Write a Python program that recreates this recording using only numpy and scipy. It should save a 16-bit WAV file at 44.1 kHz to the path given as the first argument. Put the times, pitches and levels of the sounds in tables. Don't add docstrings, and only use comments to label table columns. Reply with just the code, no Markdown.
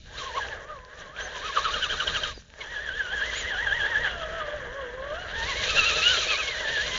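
import sys
import numpy as np
from scipy import signal
from scipy.fft import rfft, irfft, next_fast_len
from scipy.io import wavfile
from scipy.ndimage import uniform_filter1d

SR = 44100
rng = np.random.default_rng(int(sys.argv[2]) if len(sys.argv) > 2 else 0)


def inscribe(sig):
    pcm = np.round(np.clip(np.atleast_2d(sig).T, -1, 1) * 32767)
    wavfile.write(sys.argv[1], SR, pcm.astype(np.int16))


def volts_from_decibels(level):
    exponent = np.asarray(level, float) / 20
    return 10 ** exponent


N = 307798

# time in seconds, mesh speed in Hz, mesh tone in dB, its octave in dB.
NUDGE = [
    (0.0, 633, -86, -75),
    (0.13, 878, -46, -69),
    (0.235, 1058, -39.5, -66.5),
    (0.317, 878, -46.5, -52.5),
    (0.531, 776, -47.5, -54),
    (0.615, 520, -61, -50),
    (0.76, 521, -49, -41),
    (0.86, 504, -67, -55),
    (1.096, 530, -65, -49),
]
SPIN = [
    (1.256, 713, -47, -66),
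    (1.383, 948, -46, -66),
    (1.505, 1066, -43, -42),
    (1.69, 1109, -28, -46),
    (1.775, 1206, -33.5, -45),
    (2.295, 1230, -36.5, -75),
    (2.385, 788, -82, -86),
    (2.55, 900, -65, -91),
    (2.642, 829, -50.5, -52),
]
WADE = [
    (2.771, 828, -51, -34.5),
    (2.91, 755.7, -78, -38),
    (3.183, 765, -70.5, -36.5),
    (3.323, 950, -68, -35.5),
    (3.43, 939.4, -63, -36.5),
    (3.554, 741.3, -43, -30.5),
    (3.962, 851, -42.5, -29),
    (4.073, 750.6, -49, -36),
    (4.262, 622.6, -40, -44.5),
]
CLIMB = [(4.47, 590.6, -42, -43.5), (4.67, 475, -48.5, -56), (4.9, 478.4, -48, -55),
         (5.13, 596.6, -34, -36.5), (5.245, 608.4, -49.5, -42), (5.422, 911.4, -39, -34.5),
         (5.629, 1014, -42.5, -33), (5.732, 1234, -37, -33), (5.837, 1280, -27.5, -23.5),
         (5.921, 1209, -36.5, -29), (6.015, 1276, -32, -27.5), (6.06, 1438, -30, -28.5),
         (6.18, 1316, -29.5, -40), (6.258, 1148, -43.5, -31), (6.421, 1138, -44.5, -29.5),
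         (6.547, 920, -59, -36.5), (6.791, 823.4, -50, -33), (6.98, 1060, -38.5, -39)]
DRIVE = NUDGE + SPIN + WADE + CLIMB

# centre in Hz, width in Hz, level in dB.
CHASSIS = [(480, 195, 2.5), (610, 80, 4), (800, 380, -10), (321, 580, -21.5)]
GEARBOX = [(1065, 405, -8.5), (1260, 130, -7), (1632, 280, 3), (1824, 390, -3.5), (2200, 240, -16.5)]
AXLES = [(2996, 630, -3), (3205, 65, 2.5), (3393, 190, -3.5)]
SHELL = [(2400, 710, 2.5), (2930, 560, 2), (3714, 480, 7.5), (4058, 200, 7.5), (4377, 960, 0),
         (5370, 2000, -5.5), (5430, 900, 1), (5905, 240, 9), (6390, 1900, 3.5), (6874, 900, -5)]

# offset in dB, share of rattle swing, share of brightness,
# share of nearness, swell on bites as an exponent.
PARTS = [
    (-6, 0.8, 0.15, 1.0, .11),
    (1.88, 0.87, 0.061, 0.24, 0.18),
    (2.86, 1.0, 0.8, -0.37, 0.65),
    (-2.5, 0.98, 1.52, 0.32, 0.32),
    (-9, 1, 1.35, 0.23, 0.18),
]


def evened(x):
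    return x / np.sqrt(np.mean(x ** 2) + 1e-20)


def filtered(x, gain):
    n = next_fast_len(len(x), True)
    spectrum = rfft(x, n) * gain(np.fft.rfftfreq(n, 1 / SR))
    return evened(irfft(spectrum, n)[:len(x)])


def coloured(x, points):
    hz, db = np.transpose(points)
    return filtered(x, lambda f: volts_from_decibels(np.interp(np.log(f + 1), np.log(hz + 1), db, -90, -90)))


def drift(hz):
    lowpass = signal.butter(2, hz, fs=SR, output="sos")
    return evened(signal.sosfilt(lowpass, rng.standard_normal(N)))


def along(points, axis=1):
    columns = np.transpose(points)
    return np.interp(np.arange(N) / SR, columns[0], columns[axis])


def response(hz, modes):
    gains = [volts_from_decibels(db) / (1 + (2 * (hz - centre) / width) ** 2) for centre, width, db in modes]
    return np.sqrt(sum(gain ** 2 for gain in gains))


def ring(x, modes):
    return filtered(x, lambda f: response(f, modes) * f / (f + 250))


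def mesh_hz():
    # turning time in seconds, mesh
    # speed reached in Hz.
    slips = [(0.186, 1277), (0.277, 1063), (0.375, 1102), (0.435, 805), (0.505, 900), (0.7, 619),
             (0.994, 604), (1.201, 808), (1.337, 1064), (1.465, 1283), (1.554, 1443), (1.646, 1351),
             (1.74, 1451), (1.828, 1545), (1.913, 1592), (1.996, 1541), (2.069, 1625), (2.15, 1595),
             (2.23, 1615), (2.606, 1113), (2.716, 965), (2.842, 929), (2.983, 881), (3.083, 713),
             (3.145, 851), (3.275, 1020), (3.392, 1159), (3.484, 1004),
             (3.634, 958), (3.767, 968), (3.903, 941), (4.021, 950), (4.368, 658), (4.56, 598),
                    (4.78, 562), (5.215, 735), (5.372, 893), (5.494, 1105), (5.585, 1125), (5.699, 1318),
                    (5.783, 1375), (5.879, 1394), (5.964, 1356), (6.118, 1516), (6.21, 1344), (6.306, 1310),
                    (6.393, 1286), (6.501, 1091), (6.607, 999), (6.727, 931), (6.876, 1076)]
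    crest_s, top_hz = np.transpose(slips)
    half_gap = np.diff(np.r_[-1, crest_s, 9]) / 2
    spin_up_s = np.minimum(half_gap[:-1], 0.09 * 900 / top_hz)
    regrip_s = np.minimum(half_gap[1:], 0.065 * 900 / top_hz)
    grip = uniform_filter1d(along(DRIVE), size=900)
    speed, t = grip.copy(), np.arange(N) / SR
    for at, top, rise, fall in zip(crest_s, top_hz, spin_up_s, regrip_s):
        i = slice(round((at - rise) * SR), round((at + fall) * SR))
        u = (t[i] - at) / np.where(t[i] < at, rise, fall)
        speed[i] += (top - grip[round(at * SR)]) * np.cos(np.pi * u / 2) ** 2
    return speed


def shaking():
    # time in seconds, rattle in dB, brightness in dB.
    early_rattle = [(0.0, -72.5, 17.5), (0.07, -55.5, 6.5), (0.13, -45.5, 3.5), (0.19, -38, 4),
                    (0.31, -42, 1), (0.39, -35, 0), (0.64, -40, -7.5), (0.83, -55.5, 0), (1.01, -39, -3.5),
                    (1.13, -48.5, -3.5), (1.2, -32.5, -2.5), (1.26, -37, -1.5), (1.51, -39.5, 2.5),
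                    (1.57, -34, 1.5), (2.27, -34, 2), (2.37, -55.5, 9.5), (2.49, -61.5, 6)]
    late_rattle = [(2.56, -50, 1.5), (2.61, -41, 1.5), (2.7, -37.5, -4), (3.1, -36.5, -3.5),
                   (3.38, -30.5, 0), (3.559, -33.5, -4.5), (4.0, -27.5, -7.5), (4.2, -34, -6.5),
                   (4.699, -34.5, -10), (4.97, -38.5, -9), (5.25, -37, -5), (5.451, -35, 3),
                   (5.771, -31.5, 4.5), (6.1, -33, 8), (6.57, -35, 1.5), (6.98, -32.5, 3.5)]
    # time in seconds, nearness in dB.
    nearness = [
        (0.0, 5.6),
        (2.5, 2),
        (4.0, 0),
        (5.5, 5.5),
        (6.98, 4),
    ]
    swing = along(early_rattle + late_rattle) + 38
    bright = along(early_rattle + late_rattle, axis=2)
    near = along(nearness)
    return [-38 + offset + a * swing + b * bright + c * near for offset, a, b, c, _ in PARTS]


def loads(hz):
    # centre in seconds, length
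    # in seconds, # mesh tone in dB, octave in dB.
    bites = [(0.28, 0.093, -40.5, -76), (0.361, 0.069, -35, -40), (0.383, 0.05, -26.5, -73),
             (0.433, 0.07, -72, -30.5), (0.526, .05, -62, -35), (0.713, 0.087, -47, -42),
             (1.192, 0.15, -68, -42.5), (1.279, 0.069, -50, -64), (1.363, 0.052, -38.5, -81),
             (1.464, 0.12, -32.5, -49), (1.575, 0.049, -21, -65), (1.654, 0.033, -20.5, -44),
             (1.743, 0.015, -34, -32), (1.838, .052, -39, -23.5), (1.912, .07, -59, -33),
             (2.006, 0.014, -27.5, -22), (2.018, 0.088, -38, -59), (2.077, 0.02, -39, -22.5),
             (2.158, 0.048, -41, -30), (2.238, 0.011, -48, -23),
             (2.617, .033, -56, -32), (2.891, 0.013, -82, -29), (3.006, 0.076, -51, -32),
                  (3.131, 0.053, -40, -36), (3.221, 0.087, -63, -38.5), (3.62, 0.19, -54, -50),
                  (3.673, 0.014, -87, -23), (3.724, 0.019, -39, -32), (3.809, 0.049, -59, -30),
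                  (3.97, 0.055, -76, -32), (4.059, 0.07, -46, -33), (4.225, .07, -48, -33.5),
                  (4.381, 0.17, -50, -37.5), (4.53, 0.13, -38, -56), (4.795, 0.29, -43, -44.5),
                  (4.999, 0.066, -45.5, -48.5), (5.243, 0.082, -57, -62), (5.705, 0.037, -33, -25),
                  (5.501, .06, -40, -34), (5.785, 0.063, -28.5, -24), (5.88, 0.24, -38.5, -46),
                  (6.062, 0.059, -67, -25), (6.1, 0.2, -35, -29), (6.318, 0.094, -33.5, -24.5),
                  (6.397, 0.064, -30.5, -66), (6.486, 0.031, -46, -29), (6.548, .085, -73, -45),
                  (6.674, 0.2, -49, -39), (6.792, 0.24, -64, -40.5)]
    tone_db, octave_db = along(DRIVE, axis=2), along(DRIVE, axis=3)
    drag = -np.gradient(np.log(hz)) * SR
    load = volts_from_decibels(np.array([tone_db + 0.5 * drag, octave_db]))
    for s, length, *db in bites:
        n = round(length * SR)
        start = round(s * SR) - n // 2
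        load[:, start:][:, :n] += volts_from_decibels(np.array(db))[:, None] * np.hanning(n)
    axle_db = shaking()[2]
    upper = [volts_from_decibels((axle_db + steady_db) / 2 - 8) for steady_db in (tone_db, octave_db)]
    return np.r_[load, upper]


def whine(hz, load):
    phase = 2 * np.pi * np.cumsum(hz * (1 + 0.01246 * drift(65.7))) / SR
    pinion = 1 + 0.19 * np.cos(phase / 12)
    change = uniform_filter1d(abs(np.gradient(np.log(hz))) * SR, size=3000)
    rough = np.clip(0.06 * change, 0, 0.8)
    tones = np.zeros(N)
    for k, flutter_db, jitter in ((1, 2.0, 0.2), (2, 2.7, 0.26)):
        body = response(k * hz, CHASSIS + GEARBOX + AXLES) ** 0.45
        clean = volts_from_decibels(2.5 + flutter_db * drift(22)) * np.cos(k * phase + jitter * drift(140))
        grit = drift(170) * np.cos(k * phase) + drift(170) * np.sin(k * phase)
        tones += load[k - 1] * body * (np.sqrt(1 - rough ** 2) * clean + rough * grit)
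    for k, db, modes in ((3, -7.0, AXLES + SHELL[2:4]), (4, 1.5, AXLES)):
        smeared = (1.2 + 0.45 * drift(60)) * np.cos(k * phase) + 0.45 * drift(70) * np.sin(k * phase)
        tones += volts_from_decibels(db) * load[k - 1] * response(k * hz, modes) * smeared
    return pinion * tones


def rattle(load):
    bite = load[0] + load[1]
    throb = (bite + 0.0013) / (uniform_filter1d(bite, size=6000) + 0.017)
    shared = 0.72 * drift(15) + 0.12 * drift(60)
    body = np.zeros(N)
    part_modes = (CHASSIS, GEARBOX, AXLES, SHELL[:5], SHELL[5:])
    for level, modes, part in zip(shaking(), part_modes, PARTS):
        strength = volts_from_decibels(2.1 * np.minimum(rng.exponential(1, N), 4))
        struck = rng.random(N) < 9000 / SR
        knocks = rng.standard_normal(N) * strength * struck
        body += volts_from_decibels(level - 5.5 + shared + 1.7 * drift(17)) * throb ** part[4] * ring(knocks, modes)
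    return body


def rumble():
    # time in seconds, level in dB.
    roll = [(0.0, -48.5), (0.7, -49), (0.91, -56.5), (1.0, -51.5), (1.7, -46.5), (2.14, -41), (2.53, -54.5),
            (2.7, -49.5), (4.12, -42.5), (4.3, -44), (4.95, -47.5), (5.4, -42), (6.1, -41), (6.47, -48.5),
            (6.98, -40.5)]
    # frequency in Hz, level in dB.
    rumble_spectrum = [(12, -33), (20, 1), (42, -4), (57, 4.5), (75, -4.5), (120, -8), (180, -13),
                       (280, -20), (430, -39.5)]
    return volts_from_decibels(along(roll) + 1.6 * drift(6.5)) * coloured(rng.standard_normal(N), rumble_spectrum)


def open_air():
    # frequency in Hz, density in dB per Hz.
    air_spectrum = [(59, -44), (100, -23.5), (223, -14), (331, -24.5), (2270, -47.5), (2720, -17.5),
                    (3030, -42), (4810, -26), (7130, -24), (9270, -83.5), (15700, -120)]
    return volts_from_decibels(-69.5) * coloured(rng.standard_normal(N), air_spectrum)


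def ticks():
    # start in seconds, peak in dB, pitch in Hz, 60 dB decay in seconds.
    tick_events = [
        (0.486, -25, 2820, 0.008),
        (0.789, -39.5, 2620, 0.01),
        (0.85, -33, 4400, 0.0024),
        (1.164, -30.5, 2400, 0.0095),
        (2.377, -26.5, 415, 0.0077),
        (2.423, -42, 1500, 0.0052),
        (2.502, -33.5, 2950, 0.0027),
        (2.539, -29, 1900, 0.0023),
    ]
    out, t = np.zeros(N), np.arange(1500) / SR
    for s, db, hz, t60 in tick_events:
        out[round(s * SR):][:len(t)] += volts_from_decibels(db - 60 * t / t60) * np.sin(2 * np.pi * hz * t)
    return out


def squeaks():
    # start in seconds, length in seconds, top pitch in Hz, fall in Hz, level in dB.
    squeak_events = [
        (1.2, .085, 6350, 1200, -43),
        (3.335, .107, 7000, 1700, -39),
        (2.338, .03, 5000, 700, -48),
        (2.362, .035, 4750, 500, -48),
    ]
    crest = 0.48
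    out = np.zeros(N)
    for s, length, top_hz, fall_hz, db in squeak_events:
        u = np.linspace(0, 1, round(length * SR))
        glide = top_hz - fall_hz * ((u - crest) / (1 - crest)) ** 2
        whistle = np.sin(2 * np.pi * np.cumsum(glide) / SR)
        out[round(s * SR):][:len(u)] += volts_from_decibels(db) * np.sin(np.pi * u) * whistle
    return out * volts_from_decibels(1.1 * drift(80))


def hollow(x):
    t60, ring_db = 0.09, -10.0
    t = np.arange(6000) / SR
    tail = rng.standard_normal(len(t)) * volts_from_decibels(-60 * t / t60)
    return x + volts_from_decibels(ring_db) * signal.oaconvolve(x, tail / np.linalg.norm(tail))[:N]


def scene():
    hz = mesh_hz()
    load = loads(hz)
    truck = hollow(whine(hz, load) + squeaks()) + rattle(load) + ticks()
    return (truck + rumble() + open_air())[None]


def top_cut(x):
    return signal.sosfilt(signal.butter(12, 9200, fs=SR, output="sos"), x)


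def record(dry):
    band_limit = signal.firwin(401, 7297, window=("kaiser", 10), fs=SR)
    x = signal.oaconvolve(dry, band_limit[None], "same")
    mirror = x * np.cos(2 * np.pi * 16000 * np.arange(N) / SR)
    slot = signal.firwin(401, [8620, 9150], window=("kaiser", 10), pass_zero=False, fs=SR)
    mix = x + volts_from_decibels(-26) * signal.oaconvolve(mirror, slot[None], "same")
    return top_cut(mix)


dry = scene()
out = record(dry)
inscribe(out)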